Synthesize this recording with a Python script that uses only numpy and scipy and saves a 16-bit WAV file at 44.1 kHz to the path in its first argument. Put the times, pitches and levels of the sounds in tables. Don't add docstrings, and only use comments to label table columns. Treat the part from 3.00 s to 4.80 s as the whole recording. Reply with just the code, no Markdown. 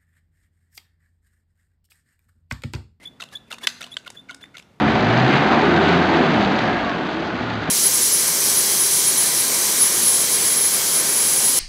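import sys
import numpy as np
from scipy import signal
from scipy.fft import rfft, irfft
from scipy.io import wavfile

SR = 44100
rng = np.random.default_rng(int(sys.argv[2]) if len(sys.argv) > 2 else 0)


def attenuation_scalar(level_db):
    decades = np.asarray(level_db, float) / 20
    return 10 ** decades


def unload_wav(signal):
    wavfile.write(
        sys.argv[1],
        SR,
        np.round(np.clip(np.atleast_2d(signal).T, -1, 1) * 32767).astype(np.int16),
    )


N = 79380
T = np.arange(N) / SR
KNOCK_ECHO_SHARE = 0.2


def at_hz(points, hz):
    p = np.array(points)
    return np.interp(np.log(np.maximum(hz, 1)), np.log(p[:, 0]), p[:, 1])


def rms_one(x):
    return x / np.sqrt(np.mean(x ** 2) + 1e-20)


def colour(x, points):
    return irfft(rfft(x) * attenuation_scalar(at_hz(points, np.fft.rfftfreq(N, 1 / SR))), N)


def drift(rate_hz):
    r = np.exp(-2 * np.pi * rate_hz / SR)
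    wander = signal.lfilter([1], [1, -2 * r, r * r], rng.standard_normal(N + SR))
    return rms_one(wander[SR:])


def ring(x, hz, t60_s):
    r = attenuation_scalar(-60 / (t60_s * SR))
    w = 2 * np.pi * hz / SR
    return signal.lfilter([0, np.sin(w)], [1, -2 * r * np.cos(w), r * r], x + 1e-18)


def peak(x, hz, width_hz):
    r = np.exp(-np.pi * width_hz / SR)
    feedback = [1, -2 * r * np.cos(2 * np.pi * hz / SR), r * r]
    return signal.lfilter([(1 - r * r) / 2, 0, (r * r - 1) / 2], feedback, x + 1e-18)


def swell(s, half):
    return np.cos(np.pi / 2 * np.clip((T - s) / half, -1, 1)) ** 2


def surge(s, half):
    return swell(s, half) * np.clip(1 + (T - s) / half, 0, 2)


def burst(s, tau):
    return (T >= s) * np.exp(-np.maximum(T - s, 0) / tau)


def thud(s, rise):
    x = np.maximum(T - s, 0) / rise
    return x * np.exp(1 - x)


def even(x):
    return rms_one(x / (np.abs(signal.hilbert(x)) + 0.3 * x.std()) ** 0.7)


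def squeals():
    # centre_s, half_width_s, peak_db, pitch_hz
    squeal_table = [(0.060, 0.0094, -30, 3448), (0.076, 0.011, -31, 3451), (0.087, 0.0078, -43.5, 3590),
                    (.358, 0.0088, -25, 3439), (0.366, 0.0026, -31, 3485), (.37, 0.0034, -30.5, 3495),
                    (0.373, 0.002, -36, 3904), (.639, 0.011, -30, 3417), (.649, 0.007, -29.5, 3500),
                    (0.657, 0.0018, -43, 4144), (.922, 0.0085, -34, 3386), (.931, 0.0049, -33, 3437),
                    (0.936, 0.007, -44, 3484), (.942, 0.0031, -30.5, 3740), (1.169, 0.0087, -44.5, 3500),
                    (1.176, 0.0065, -34, 3445), (1.185, 0.004, -39.5, 3500), (1.196, 0.013, -39.5, 3530),
                    (1.212, .01, -52.5, 3593), (1.423, 0.0088, -52, 3438), (1.433, 0.0093, -36, 3500),
                    (1.442, 0.0055, -45, 3610), (1.454, 0.014, -50, 3575)]
    overtone_levels = [-24, -24, -32]
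    swells = np.array([attenuation_scalar(db) * swell(s, half) for s, half, db, hz in squeal_table]) + 1e-12
    pitch = np.array(squeal_table)[:, 3] @ swells / swells.sum(axis=0)
    phase = 2 * np.pi * np.cumsum(pitch * (1 + 0.003 * drift(140))) / SR
    crests = sum(attenuation_scalar(db) * swell(s, half * 0.65) for s, half, db, hz in squeal_table)
    flutter_db = 4.0
    over = sum(attenuation_scalar(db + flutter_db * drift(138)) * np.sin((k + 2) * phase)
               for k, db in enumerate(overtone_levels))
    hiss = attenuation_scalar(-27) * peak(rng.standard_normal(N), 9000, 12000) * (1 + np.sin(phase))
    return sum(swells) * np.sin(phase) + crests * (over + hiss)


def creaks():
    # centre_s, half_width_s, peak_db, slip_rate_hz, upper_resonance_db
    creak_table = [
        (0.202, 0.007, -34, 698.8, -4.5),
        (.511, 0.0048, -32.5, 699.8, -6.5),
        (0.81, 0.0086, -32.5, 690, -2.5),
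        (1.066, 0.0086, -32.5, 717.2, -6),
        (1.293, 0.013, -36, 738, 7.5),
        (1.300, 0.01, -34, 709, -39),
        (1.317, 0.018, -51.5, 703, -17),
        (1.550, 0.017, -40.5, 707, 3.5),
    ]
    # pitch_hz, width_hz, level_db
    weak_resonances = [(2840, 300, -18), (4290, 900, -19), (6400, 1500, -18)]
    sag_per_s, jitter, uneven_db = 9.0, 0.04, 3.0
    swells = np.array([attenuation_scalar(db) * swell(s, half) for s, half, db, hz, up_db in creak_table]) + 1e-12
    rates = [hz * (1 - sag_per_s * attenuation_scalar(db + 32) * np.clip(T - s, -half, half))
             for s, half, db, hz, up_db in creak_table]
    rate = np.sum(swells * rates, axis=0) / swells.sum(axis=0)
    turns = np.cumsum(rate * (1 + jitter * drift(300))) / SR
    clicks = np.diff(np.floor(turns), prepend=0)
    slips = clicks * attenuation_scalar(uneven_db * rng.standard_normal(N)) * SR / 1400
    slips = signal.lfilter(*signal.butter(2, 3500, fs=SR), slips)
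    low = slips * sum(attenuation_scalar(db - max(up_db, 0)) * surge(s, half) for s, half, db, hz, up_db in creak_table)
    up = slips * sum(attenuation_scalar(db + min(up_db, 0)) * surge(s, half) for s, half, db, hz, up_db in creak_table)
    lower = peak(peak(low, 1410, 380), 1410, 380)
    upper = peak(peak(up, 2100, 480), 2100, 480)
    return lower - upper + sum(attenuation_scalar(db) * peak(low + up, hz, width) for hz, width, db in weak_resonances)


def knocks():
    # start_s, peak_db, own_ring_hz, own_ring_db, rise_s
    knock_table = [(0.2075, -25.5, 3780, -8, 0.00082), (0.211, -35.5, 6300, -11, .001),
                   (.218, -26, 3580, -14, 0.0022), (0.2239, -30.5, 2708, 0.5, 0.0012),
                   (.228, -40, 1100, -3.5, 0.0012), (0.2344, -33, 4000, -15, 0.0018),
                   (.238, -27, 2960, -27, 0.00062), (0.2876, -41, 3300, -8.5, 0.00099),
                   (0.5156, -23, 3560, -8.5, 0.00079), (0.5244, -24, 3630, -14, 0.0017),
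                   (0.5269, -30, 2750, -3, 0.0015), (0.533, -33, 1020, -6, 0.00088),
                   (0.5424, -31, 2490, -10, 0.0015), (0.5829, -32.5, 3580, -14.5, 0.0019),
                   (0.5834, -41.5, 1080, 1.5, 0.0006), (0.8161, -22, 3590, -8.5, 0.00075),
                   (0.8244, -32.5, 2300, -6, .001), (.826, -31.5, 5840, -9, 0.001),
                   (.8293, -27, 2638, -9, 0.0012), (.8388, -30, 3950, -14, 0.0015),
                   (0.8408, -31.5, 3040, -9, 0.0018), (0.8645, -31.5, 3470, -13.5, 0.0012),
                   (0.8707, -41.5, 1013, -9.5, 0.0023), (1.049, -42, 2500, -4, 0.00052),
                   (1.0767, -25, 3618, -9.5, 0.00089), (1.3094, -27.5, 3670, -7, 0.00053),
                   (1.31, -37.5, 1075, -11, 0.0022), (1.319, -41.5, 3090, -2, 0.00079),
                   (1.342, -48, 1490, -3, 0.00092), (1.4394, -35, 1900, 2.5, 0.00031),
                   (1.4411, -34.5, 2290, -8.5, 0.00038), (1.5675, -32, 2340, -9.5, 0.00038),
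                   (1.5699, -24, 3520, -12, 0.00044), (1.572, -38.5, 6300, -14, 0.00089),
                   (1.5797, -29.5, 2420, -11, 0.00065), (1.5826, -26.5, 2870, -16.5, 0.00088),
                   (1.5917, -35, 3500, -22, 0.0019), (1.5978, -35, 2480, -3.5, 0.00052),
                   (1.5995, -45, 2410, -15, 0.00099), (1.624, -40.5, 5490, -15.5, 0.0012)]
    # pitch_hz, width_hz, level_db
    frame_modes = [(694, 83, -5.5), (1150, 78, -22), (1296, 990, -9.5), (2410, 640, -11), (2750, 340, -1.5),
                   (4020, 1720, -5.5), (4780, 950, -6), (6300, 840, -10), (8280, 7100, -16),
                   (10860, 2600, -26.5), (13000, 3100, -33)]
    noise = rng.standard_normal(N)
    own_rings, buzz = np.zeros(N), np.zeros(N)
    for s, db, hz, own_db, rise in knock_table:
        shape = thud(s, rise)
        buzz += attenuation_scalar(db) * shape
        own_rings += attenuation_scalar(db + own_db) * shape * np.sin(2 * np.pi * hz * (T - s))
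    frame = sum((-1) ** k * attenuation_scalar(db) * peak(buzz * noise, hz, width)
                for k, (hz, width, db) in enumerate(frame_modes))
    return own_rings + attenuation_scalar(1.5) * signal.lfilter(*signal.butter(2, 11000, fs=SR), frame)


def snaps():
    # start_s, peak_db
    snap_table = [
        (.6708, -2.5),
        (.9677, -19),
    ]
    # pitch_hz, first_snap_db, second_snap_db, t60_s
    barrel_modes = [(641, -21.5, -11.5, 0.022), (967, -26, -23, 0.024), (1563, -6.5, 0.5, 0.018),
                    (1920, -5, -33, 0.0081), (2500, -0.5, -39, 0.0052), (3033, -1.5, 5, 0.0086),
                    (3500, -2.5, 1.5, 0.016), (3890, -3, -7.5, 0.01), (4560, -13.5, -11.5, 0.018),
                    (5300, -10.5, -11, 0.0078), (5950, -16, -16.5, 0.016), (7600, -14, -13, 0.017),
                    (8580, -25, -19.5, 0.011), (10400, -9, -17, 0.0044)]
    modes, crack = np.zeros(N), np.zeros(N)
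    for k, (s, db) in enumerate(snap_table):
        click = attenuation_scalar(db - 4) * (np.arange(N) == int(s * SR))
        modes += sum((-1) ** j * attenuation_scalar(mode[1 + k]) * ring(click, mode[0], mode[3])
                     for j, mode in enumerate(barrel_modes))
        crack_noise = peak(peak(rng.standard_normal(N), 2800, 2800), 3100, 6400)
        crack += attenuation_scalar(db - 10) * burst(s, 0.0026) * crack_noise
    return modes, crack


def scrapes():
    # centre_s, half_width_s, rms_db, rattle_hz, rattle_db
    scrape_table = [(0.033, 0.064, -59, 2067, 7.5), (0.042, 0.021, -54.5, 10900, -13),
                    (0.205, 0.0096, -44, 3950, -12), (0.317, 0.008, -57.5, 4300, -13.5),
                    (0.329, 0.012, -49.5, 1150, 1.5), (0.342, 0.023, -49, 1690, 3),
                    (.485, 0.022, -67.5, 2470, 7), (0.513, 0.013, -39, 2091, -3),
                    (0.539, .008, -39.5, 6350, -13), (0.619, 0.015, -50.5, 2100, 4.5),
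                    (0.624, 0.0062, -51.5, 1100, 4.5), (0.639, 0.0087, -41.5, 1080, 3),
                    (.637, 0.015, -44.5, 1714, 3), (0.651, 0.01, -42, 1740, 5), (.639, 0.012, -44, 2880, 2),
                    (.647, 0.0077, -50.5, 334, 0.5), (1.076, 0.0058, -52, 1080, 9.5),
                    (0.811, 0.0064, -39, 9225, -9), (0.848, 0.0042, -53, 7800, -6.5),
                    (0.923, 0.024, -54, 10400, -1.5), (.943, 0.0053, -49.5, 7600, -2),
                    (1.070, 0.014, -47, 3500, -1), (1.156, 0.017, -53.5, 1700, 1),
                    (1.305, 0.0096, -52, 6300, -1), (1.331, 0.0057, -59, 3080, 10),
                    (1.417, 0.015, -52.5, 1682, -2.5), (1.459, 0.0056, -60, 1984, 9),
                    (1.553, 0.02, -62, 4840, -13)]
    # pitch_hz, level_db per Hz
    grit_colour = [(300, 2.5), (1500, -7.5), (3500, -3.5), (7500, -12), (10500, -12), (13000, -16.5),
                   (16000, -21)]
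    grains_per_s, spread_db, patchy_db = 12000, 3.0, 3.5
    sizes = attenuation_scalar(spread_db * np.minimum(rng.exponential(1, N), 3.5))
    grains = (rng.random(N) < grains_per_s / SR) * sizes * rng.choice([-1, 1], N)
    patches = sum(attenuation_scalar(patchy_db * drift(90)) * peak(np.roll(grains, 997 * k), hz, hz / 3)
                  for k, hz in enumerate(np.geomspace(400, 15000, 14)))
    grit = rms_one(colour(patches, grit_colour))
    out = np.zeros(N)
    for s, half, db, hz, rattle_db in scrape_table:
        rattle = attenuation_scalar(rattle_db) * even(peak(grains, hz, 80))
        out += attenuation_scalar(db) * swell(s, half) * (grit + rattle)
    return out


def ticks():
    # start_s, peak_db
    tick_table = [
        (0.0307, -41),
        (0.3266, -44.5),
        (0.337, -39),
        (1.1023, -29.5),
        (1.1057, -40),
        (1.3453, -30),
        (1.3479, -41.5),
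    ]
    # pitch_hz, level_db per Hz
    tick_spectrum = [(500, 5.5), (1200, 0), (3300, 0.5), (8500, -1), (11500, -12.5), (13000, -19),
                     (16000, -26.5)]
    noise = rms_one(colour(rng.standard_normal(N), tick_spectrum))
    return noise * sum(attenuation_scalar(db - 10) * thud(s, 0.001) for s, db in tick_table)


def bench(x):
    # delay_s, level_db
    echo_table = [(.0010, -0.5), (.0019, -0.5), (.0034, -12.5), (.0060, -14.5)]
    return x + sum(attenuation_scalar(db) * np.interp(T - s, T, x, left=0) for s, db in echo_table)


def room(x):
    # pitch_hz, t60_s
    fall_times = [(300, 0.98), (1000, 1), (3000, 0.87), (6000, 0.56), (12000, 0.55)]
    # pitch_hz, level_db
    tail_colour = [(300, -1), (1000, -2), (3000, -8), (6000, -2.5), (12000, -3.5), (15500, -2)]
    t, tail = T[:SR], 0
    edges = 100 * 2 ** np.arange(0, 7.6, 0.5)
    for low, high in zip(edges, edges[1:]):
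        hz = np.sqrt(low * high)
        band_filter = signal.butter(2, [low, high], "band", fs=SR, output="sos")
        band = signal.sosfilt(band_filter, rng.standard_normal(SR))
        tail = tail + band * attenuation_scalar(at_hz(tail_colour, hz) - 60 * t / at_hz(fall_times, hz))
    first_wall_s = 0.016
    early = attenuation_scalar(4.5) * (t > 0.004)
    late = 1 + attenuation_scalar(6.5) * burst(first_wall_s, 0.013)[:SR]
    shape = np.where(t < first_wall_s, early, late)
    return attenuation_scalar(-7.5 - 38.5) * signal.fftconvolve(x, tail * shape)[:N]


def floor():
    # pitch_hz, level_db per Hz
    air_colour = [(22, -29), (50, -3.5), (170, 4), (280, -1), (700, -8.5), (1500, -14.5), (4000, -23),
                  (14500, -38.5), (16000, -46.5)]
    # time_s, pitch_hz, rms_db
    motor_course = [
        (0, 274, -62.5),
        (0.2, 268, -67),
        (0.326, 222, -67.5),
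        (0.699, 238, -57),
        (0.951, 256, -62),
        (1.102, 260, -82),
        (1.247, 266, -58.5),
        (1.499, 279, -62.5),
        (1.8, 280, -80),
    ]
    air = rms_one(colour(rng.standard_normal(N), air_colour)) * attenuation_scalar(-56 + 0.6 * drift(5.1))
    s, hz, db = np.transpose(motor_course)
    phase = 2 * np.pi * np.cumsum(np.interp(T, s, hz) + 1.38 * drift(4.8)) / SR
    motor_level = np.sqrt(2) * attenuation_scalar(np.interp(T, s, db) + 2.0 * drift(25.0))
    return air + motor_level * (np.sin(phase) + attenuation_scalar(-14) * np.sin(3 * phase))


def scene():
    squeal = squeals()
    rub = creaks() + scrapes()
    hits = knocks() + ticks()
    modes, crack = snaps()
    to_room = attenuation_scalar(-3) * squeal + rub + 2 * hits + attenuation_scalar(-5) * modes + attenuation_scalar(14.5) * crack
    on_bench = bench(KNOCK_ECHO_SHARE * hits + modes + crack)
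    direct_hits = (1 - KNOCK_ECHO_SHARE) * 2 * hits
    gun = squeal + rub + on_bench + direct_hits + room(to_room)
    low_cut = signal.butter(2, 300, "high", fs=SR, output="sos")
    return (signal.sosfilt(low_cut, gun) + floor())[None, :]


def band_limit(x):
    return signal.sosfilt(signal.butter(12, 16450, fs=SR, output="sos"), x)


def record(dry):
    overload = 0.85
    rounded = overload * np.tanh(dry / overload)
    top_cut = signal.cheby2(12, 60, 16300, fs=SR, output="sos")
    mix = signal.sosfilt(top_cut, rounded)
    return band_limit(mix)


dry = scene()
out = record(dry)
unload_wav(out)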